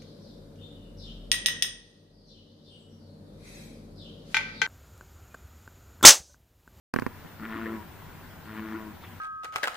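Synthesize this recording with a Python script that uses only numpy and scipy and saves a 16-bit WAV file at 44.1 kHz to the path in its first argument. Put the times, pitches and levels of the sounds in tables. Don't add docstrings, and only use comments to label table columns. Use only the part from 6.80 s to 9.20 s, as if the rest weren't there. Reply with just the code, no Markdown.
import sys
import numpy as np
from scipy import signal
from scipy.fft import rfft, irfft, next_fast_len
from scipy.io import wavfile
from scipy.ndimage import uniform_filter1d, map_coordinates

SR = 44100
rng = np.random.default_rng(int(sys.argv[2]) if len(sys.argv) > 2 else 0)


def to_linear_factor(level_db):
    exponent = np.asarray(level_db, float) / 20
    return 10 ** exponent


def store_pcm(level_fs):
    pcm = np.round(np.clip(level_fs, -1, 1) * 32767).astype(np.int16)
    wavfile.write(sys.argv[1], SR, np.atleast_2d(pcm).T)


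N = 105840
TIME = np.arange(N) / SR


def unit(x):
    return x / np.sqrt(np.mean(x ** 2) + 1e-20)


def along(points, hz):
    f, v = np.transpose(points)
    return np.interp(np.log(hz + 1), np.log(f + 1), v)


def wobble(rate):
    knots = rng.standard_normal(int(N * rate / SR) + 4)
    return map_coordinates(knots, [np.arange(N) * rate / SR])


def filtered(x, response):
    m = next_fast_len(N + SR // 2)
    return irfft(rfft(x, m) * response(np.fft.rfftfreq(m, 1 / SR)), m)[..., :N]


def resonant(x, peaks):
    def response(f):
        total = 0
        for k, (center, width, db) in enumerate(peaks):
            total = total + (-1) ** k * to_linear_factor(db) * 1j * f * width / (center * center - f * f + 1j * f * width)
        return total
    return filtered(x, response)


def puff(start_s, length_s, hz, width_hz):
    narrow = [(hz, width_hz, 0)]
    noise = unit(resonant(resonant(rng.standard_normal(N), narrow), narrow))
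    return noise * np.exp(-((TIME - start_s) / length_s) ** 2 / 2)


# freq_hz, likeness
CHANNEL_LIKENESS = [(60, 0.72), (180, 0.84), (550, 0.54), (1650, 0.68), (4970, 0.017), (15000, 0.19)]
# freq_hz, left_over_right_db
CHANNEL_LEAN = [(60, 2), (240, 3), (950, 2), (3770, 1.5), (15000, -3)]


def rush(spectrum, patchy_db):
    z = signal.stft(rng.standard_normal((2, N)), nperseg=512)[2]
    field = uniform_filter1d(uniform_filter1d(rng.standard_normal(z.shape[1:]), 5, 0), 8, 1)
    pair = signal.istft(z * to_linear_factor(patchy_db * unit(field)), nperseg=512)[1][:, :N]

    def mid_side(hz):
        angle = np.arccos(np.clip(along(CHANNEL_LIKENESS, hz), -1, 1)) / 2
        return to_linear_factor(along(spectrum, hz)) * [np.cos(angle), np.sin(angle)]

    mid, side = filtered(pair, mid_side)
    lean = lambda hz: to_linear_factor(np.outer([.5, -.5], along(CHANNEL_LEAN, hz)))
    return unit(filtered(np.array([mid + side, mid - side]), lean))


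# freq_hz, density_db per Hz
AIR_SPECTRUM = [(12, -44), (20, -10), (54, -15), (92, -2), (129, -14), (151, -7.5), (320, -15),
                (419, -18.5), (900, -22), (1170, -97), (1980, -120)]
AIR_DB = -49


def air():
    return to_linear_factor(AIR_DB + 1.17 + 0.41 * wobble(4.9)) * rush(AIR_SPECTRUM, patchy_db=0.5)


# freq_hz, density_db per Hz
HISS_SPECTRUM = [(350, -34), (600, -7.5), (1000, 3), (1220, -1.5), (1470, 1.5), (2460, -6.5), (6000, -16.5),
                 (14000, -21)]
HISS_DB, HISS_TOP_HZ, HISS_OVER_DB = -53, 13950, -45


def hiss():
    shelf = lambda hz: to_linear_factor(HISS_OVER_DB * np.clip((hz - HISS_TOP_HZ) / 500, 0, 1))
    return to_linear_factor(HISS_DB + 1.3 + 0.3 * wobble(4.7)) * filtered(rush(HISS_SPECTRUM, patchy_db=1.5), shelf)


WHINE_HZ, WHINE_DB = 14835, -62.5


def whine():
    return np.sqrt(2) * to_linear_factor(WHINE_DB + 0.69 * wobble(40)) * np.sin(2 * np.pi * WHINE_HZ * TIME)


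# peak_s, level_db, center_hz
REED_STIRS = [
    (2.16, -60.5, 3320),
    (2.225, -61, 3790),
    (2.239, -56, 3480),
    (2.241, -49.5, 1150),
    (2.252, -52, 2150),
    (2.27, -57.5, 2830),
]
RUSTLE_S, RUSTLE_WIDE_HZ = .009, 800


def rustle():
    return sum(to_linear_factor(db) * puff(s, RUSTLE_S, hz, RUSTLE_WIDE_HZ) for s, db, hz in REED_STIRS)


SHIMMER_DB = 1.2


def pulses(cycles):
    return np.diff(np.floor(cycles), prepend=0) * to_linear_factor(SHIMMER_DB * rng.standard_normal(N))


# start_s, length_s, pitch_hz, level_db
FAR_CROAKS = [
    (0.846, 0.15, 94.5, -46),
    (1.266, 0.22, 97, -74.5),
    (2.05, 0.033, 98, -52),
]
# center_hz, width_hz, level_db
FAR_FORMANTS = [(209, 60, -13), (383, 37.4, -0.5), (565, 68, -8), (1050, 258, -17)]


def far_frog():
    out = np.zeros(N)
    for s, length, hz, db in FAR_CROAKS:
        cycles = np.cumsum(hz * (1 + 0.0078 * wobble(30))) / SR
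        voice = unit(resonant(pulses(cycles), FAR_FORMANTS))
        out += to_linear_factor(db) * voice * np.sin(np.pi * np.clip((TIME - s) / length, 0, 1))
    return out


# freq_hz, level_db, t60_s
THUMP_MODES = [(259, 4.5, 0.016), (134, -46, 0.017), (398, -3, 0.016), (734, -29, 0.036)]


def ring(t):
    return sum(to_linear_factor(db + rng.normal(0, 3.8) - 60 * t / t60) * np.sin(2 * np.pi * hz * t)
               for hz, db, t60 in THUMP_MODES)


# start_s, click_db, thump_over_click_db, tick_over_click_db
FINGER_KNOCKS = [
    (0.138, -18, 3, -10.5),
    (0.1612, -16, 6, -19),
    (.187, -22, 7.5, -17),
    (0.1962, -28.5, -4, -6),
    (.221, -25, 8, -17),
    (0.264, -21.5, 8, -17),
    (0.447, -42.5, 13, -26),
]
# center_hz, width_hz, level_db
SHELL_MODES = [(704, 240, -7), (1080, 230, 5.5), (1540, 640, 2.5), (2270, 860, -2.5), (2910, 680, -10)]
# center_hz, width_hz, level_db
TICK_MODES = [(4700, 780, -1.5), (7740, 2060, -11), (9460, 2600, -8)]
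SNAP, SNAP_S, SNAP_AGAIN_S, SNAP_AGAIN = 3, .00006, .0012, .4
CONTACT_S, SCRAPE_S, SCRAPE_DB, TICK_S = .002, .006, -6, 0.0011
THUMP_LAG_S, REBOUND_S, REBOUND_DB = 0.001, 0.00802, -9
THUMP_LEFT_DB, CLICK_RIGHT_DB = -14, -5


def handling():
    blows, ticks, out = np.zeros((3, 2, N + SR))
    t = np.arange(SR // 10) / SR
    contacts = ((0, 1), (SNAP_AGAIN_S, SNAP_AGAIN))
    snap = -SNAP * sum(g * np.exp(-((t - at) / SNAP_S - 3) ** 2 / 2) for at, g in contacts)
    scrape = np.exp(-t / CONTACT_S) + to_linear_factor(SCRAPE_DB) * np.exp(-t / SCRAPE_S)
    tick = t / TICK_S * np.exp(1 - t / TICK_S)
    click_sides = to_linear_factor([[0], [CLICK_RIGHT_DB]])
    thump_sides = np.array([[-to_linear_factor(THUMP_LEFT_DB)], [1]])

    def add(track, s, sound):
        track[:, round(s * SR):][:, :len(t)] += sound

    for s, db, thump_db, tick_db in FINGER_KNOCKS:
        a, b, c = rng.standard_normal((3, len(t)))
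        add(blows, s, to_linear_factor(db + 1) * click_sides * (snap + scrape * [a, 2.2 * a + 0.48 * b]))
        add(ticks, s, to_linear_factor(db + tick_db + 6.5) * tick * [c, 0.23 * c + 0.77 * b])
        for lag, loss_db in ((THUMP_LAG_S, 0), (THUMP_LAG_S + REBOUND_S, REBOUND_DB)):
            thump = ring(t) * (1 - np.exp(-t / .001))
            add(out, s + lag, to_linear_factor(db + thump_db + loss_db) * thump_sides * thump)
    return out[:, :N] + resonant(blows[:, :N], SHELL_MODES) + resonant(ticks[:, :N], TICK_MODES)


# peak_s, gulp_db, gulp_hz, rasp_db, rasp_hz
VOICE_CATCHES = [
    (0.632, -42, 295, -46, 1330),
    (.654, -46, 350, -46, 1930),
    (0.766, -36.5, 295, -42, 1260),
    (.866, -45, 468, -39.5, 1800),
    (1.956, -43, 312, -45.5, 1470),
]
CATCH_S, GLIDE = .009, .25
RASP_S, RASP_WIDE_HZ = .008, 300


def catches():
    out = np.zeros(N)
    for s, db, low_hz, rasp_db, rasp_hz in VOICE_CATCHES:
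        u = (TIME - s) / CATCH_S
        phase = 2 * np.pi * low_hz * (TIME - s) * (1 + GLIDE * np.clip(u, -3, 3) / 4)
        gulp = np.sqrt(2) * np.sin(phase) * np.exp(-u * u / 2)
        out += to_linear_factor(db) * gulp + to_linear_factor(rasp_db) * puff(s, RASP_S, rasp_hz, RASP_WIDE_HZ)
    return out


# start_s, pitch_hz, boom_db, third_partial_over_boom_db, buzz_db
FIRST_CALL = [
    (0.59, 110.3, -59.5, 7, -45),
    (0.616, 108.4, -46, -4.5, -55.5),
    (0.654, 109.7, -50.5, -6, -39.5),
    (0.676, 112.6, -46.5, -4, -52),
    (0.71, 109.7, -44, 0, -41),
    (0.774, 112.1, -43.5, 4, -41),
    (0.94, 111.1, -39.5, -1, -48.5),
    (1.0, 106.5, -49, -3.5, -55.5),
    (1.05, 105.7, -68, 13, -57),
]
SECOND_CALL = [
    (1.65, 107.5, -55, -4, -52),
    (1.745, 108.6, -45.5, -3, -45),
    (1.795, 108.1, -41.5, -5.5, -42.5),
    (1.815, 109.1, -45.5, -0.5, -48.5),
    (1.935, 109.2, -42, -1, -45.5),
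    (1.962, 110.7, -51.5, 15, -47),
    (2.005, 109.6, -40.5, -2, -50),
    (2.065, 107.3, -49, 3, -54.5),
    (2.13, 104, -57, 3, -70),
]
# multiple of pitch, level_db
SAC_PARTIALS = [(1, -17), (2, 2.5), (4, -14.5), (5, -34), (6, -17)]
# center_hz, width_hz, level_db
THROAT_FORMANTS = [(1064, 203, 7), (1420, 117, 9.5), (1780, 315, 4.5), (3350, 2700, -13.5)]
JITTER, WAVER_DB, DRIFT_RAD = .004, 3, .4
SING_DB, SING_NEXT_DB = -13, -7
SING_AT, SING_WIDE = .76, .15
GATE_SHARP, BREATH_LEADS = .8, .1
BREATH_START, BREATH_END = .35, .8


def bellow(call):
    start, *columns = np.transpose(call)
    hz, boom_db, third_db, buzz_db = [np.interp(TIME, start, c) for c in columns]
    done = np.clip((TIME - start[0]) / (start[-1] - start[0]), 0, 1)
    cycles = np.cumsum(hz * (1 + JITTER * wobble(60))) / SR

    def partial(k, db):
        level = np.sqrt(2) * to_linear_factor(db + WAVER_DB * wobble(22.08))
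        return level * np.cos(2 * np.pi * k * cycles + DRIFT_RAD * wobble(29.98))

    boom = sum(partial(k, db) for k, db in SAC_PARTIALS) + partial(3, third_db)
    sing = (partial(9, 0) + partial(10, SING_NEXT_DB)) * np.exp(-((done - SING_AT) / SING_WIDE) ** 2 / 2)

    gate = np.exp(GATE_SHARP * np.cos(2 * np.pi * (cycles + BREATH_LEADS)))
    breath = rng.standard_normal(N) * gate
    share = BREATH_START + (BREATH_END - BREATH_START) * done
    source = np.sqrt(1 - share) * unit(pulses(cycles)) + np.sqrt(share) * unit(breath)
    buzz = unit(resonant(source, THROAT_FORMANTS))
    buzz = filtered(buzz, lambda f: 1 / (1 + (f / 4500) ** 4))

    on = np.clip(np.minimum(TIME - start[0], start[-1] - TIME) / 0.0086, 0, 1)
    return -on * (to_linear_factor(boom_db) * boom + to_linear_factor(boom_db.max() + SING_DB) * sing + to_linear_factor(buzz_db) * buzz)


POND_T60_S, WET_DB, FROG_LEFT_DB = 0.45, -10, 3.5


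def pond(x):
    t = np.arange(SR // 2) / SR
    tail = rng.standard_normal((2, len(t))) * to_linear_factor(-60 * t / POND_T60_S)
    late = np.pad(x, (500, 0))[None]
    return signal.fftconvolve(late, tail / np.linalg.norm(tail[0]), axes=1)[:, :N]


def scene():
    floor = air() + hiss() + whine()
    frogs = rustle() + far_frog() + catches() + bellow(FIRST_CALL) + bellow(SECOND_CALL)
    pan = to_linear_factor([[FROG_LEFT_DB / 2], [-FROG_LEFT_DB / 2]])
    return (frogs + to_linear_factor(WET_DB) * pond(frogs)) * pan + handling() + floor


def low_pass(x):
    return signal.sosfilt(signal.butter(12, 16610, fs=SR, output="sos"), x)


START_S, FADE_S = .1325, .0075
TOP_HZ, LEFT_LAG_S, LAG_TOP_HZ = 15800, 4e-5, 3000


def record(dry):
    def ports(hz):
        phase = np.pi * LEFT_LAG_S * hz / (1 + (hz / LAG_TOP_HZ) ** 2)
        return np.exp(np.outer([-1j, 1j], phase)) * (hz < TOP_HZ)

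    fade = np.clip((TIME - START_S) / FADE_S, 0, 1) ** 3
    return low_pass(filtered(dry, ports) * fade)


dry = scene()
out = record(dry)
store_pcm(out)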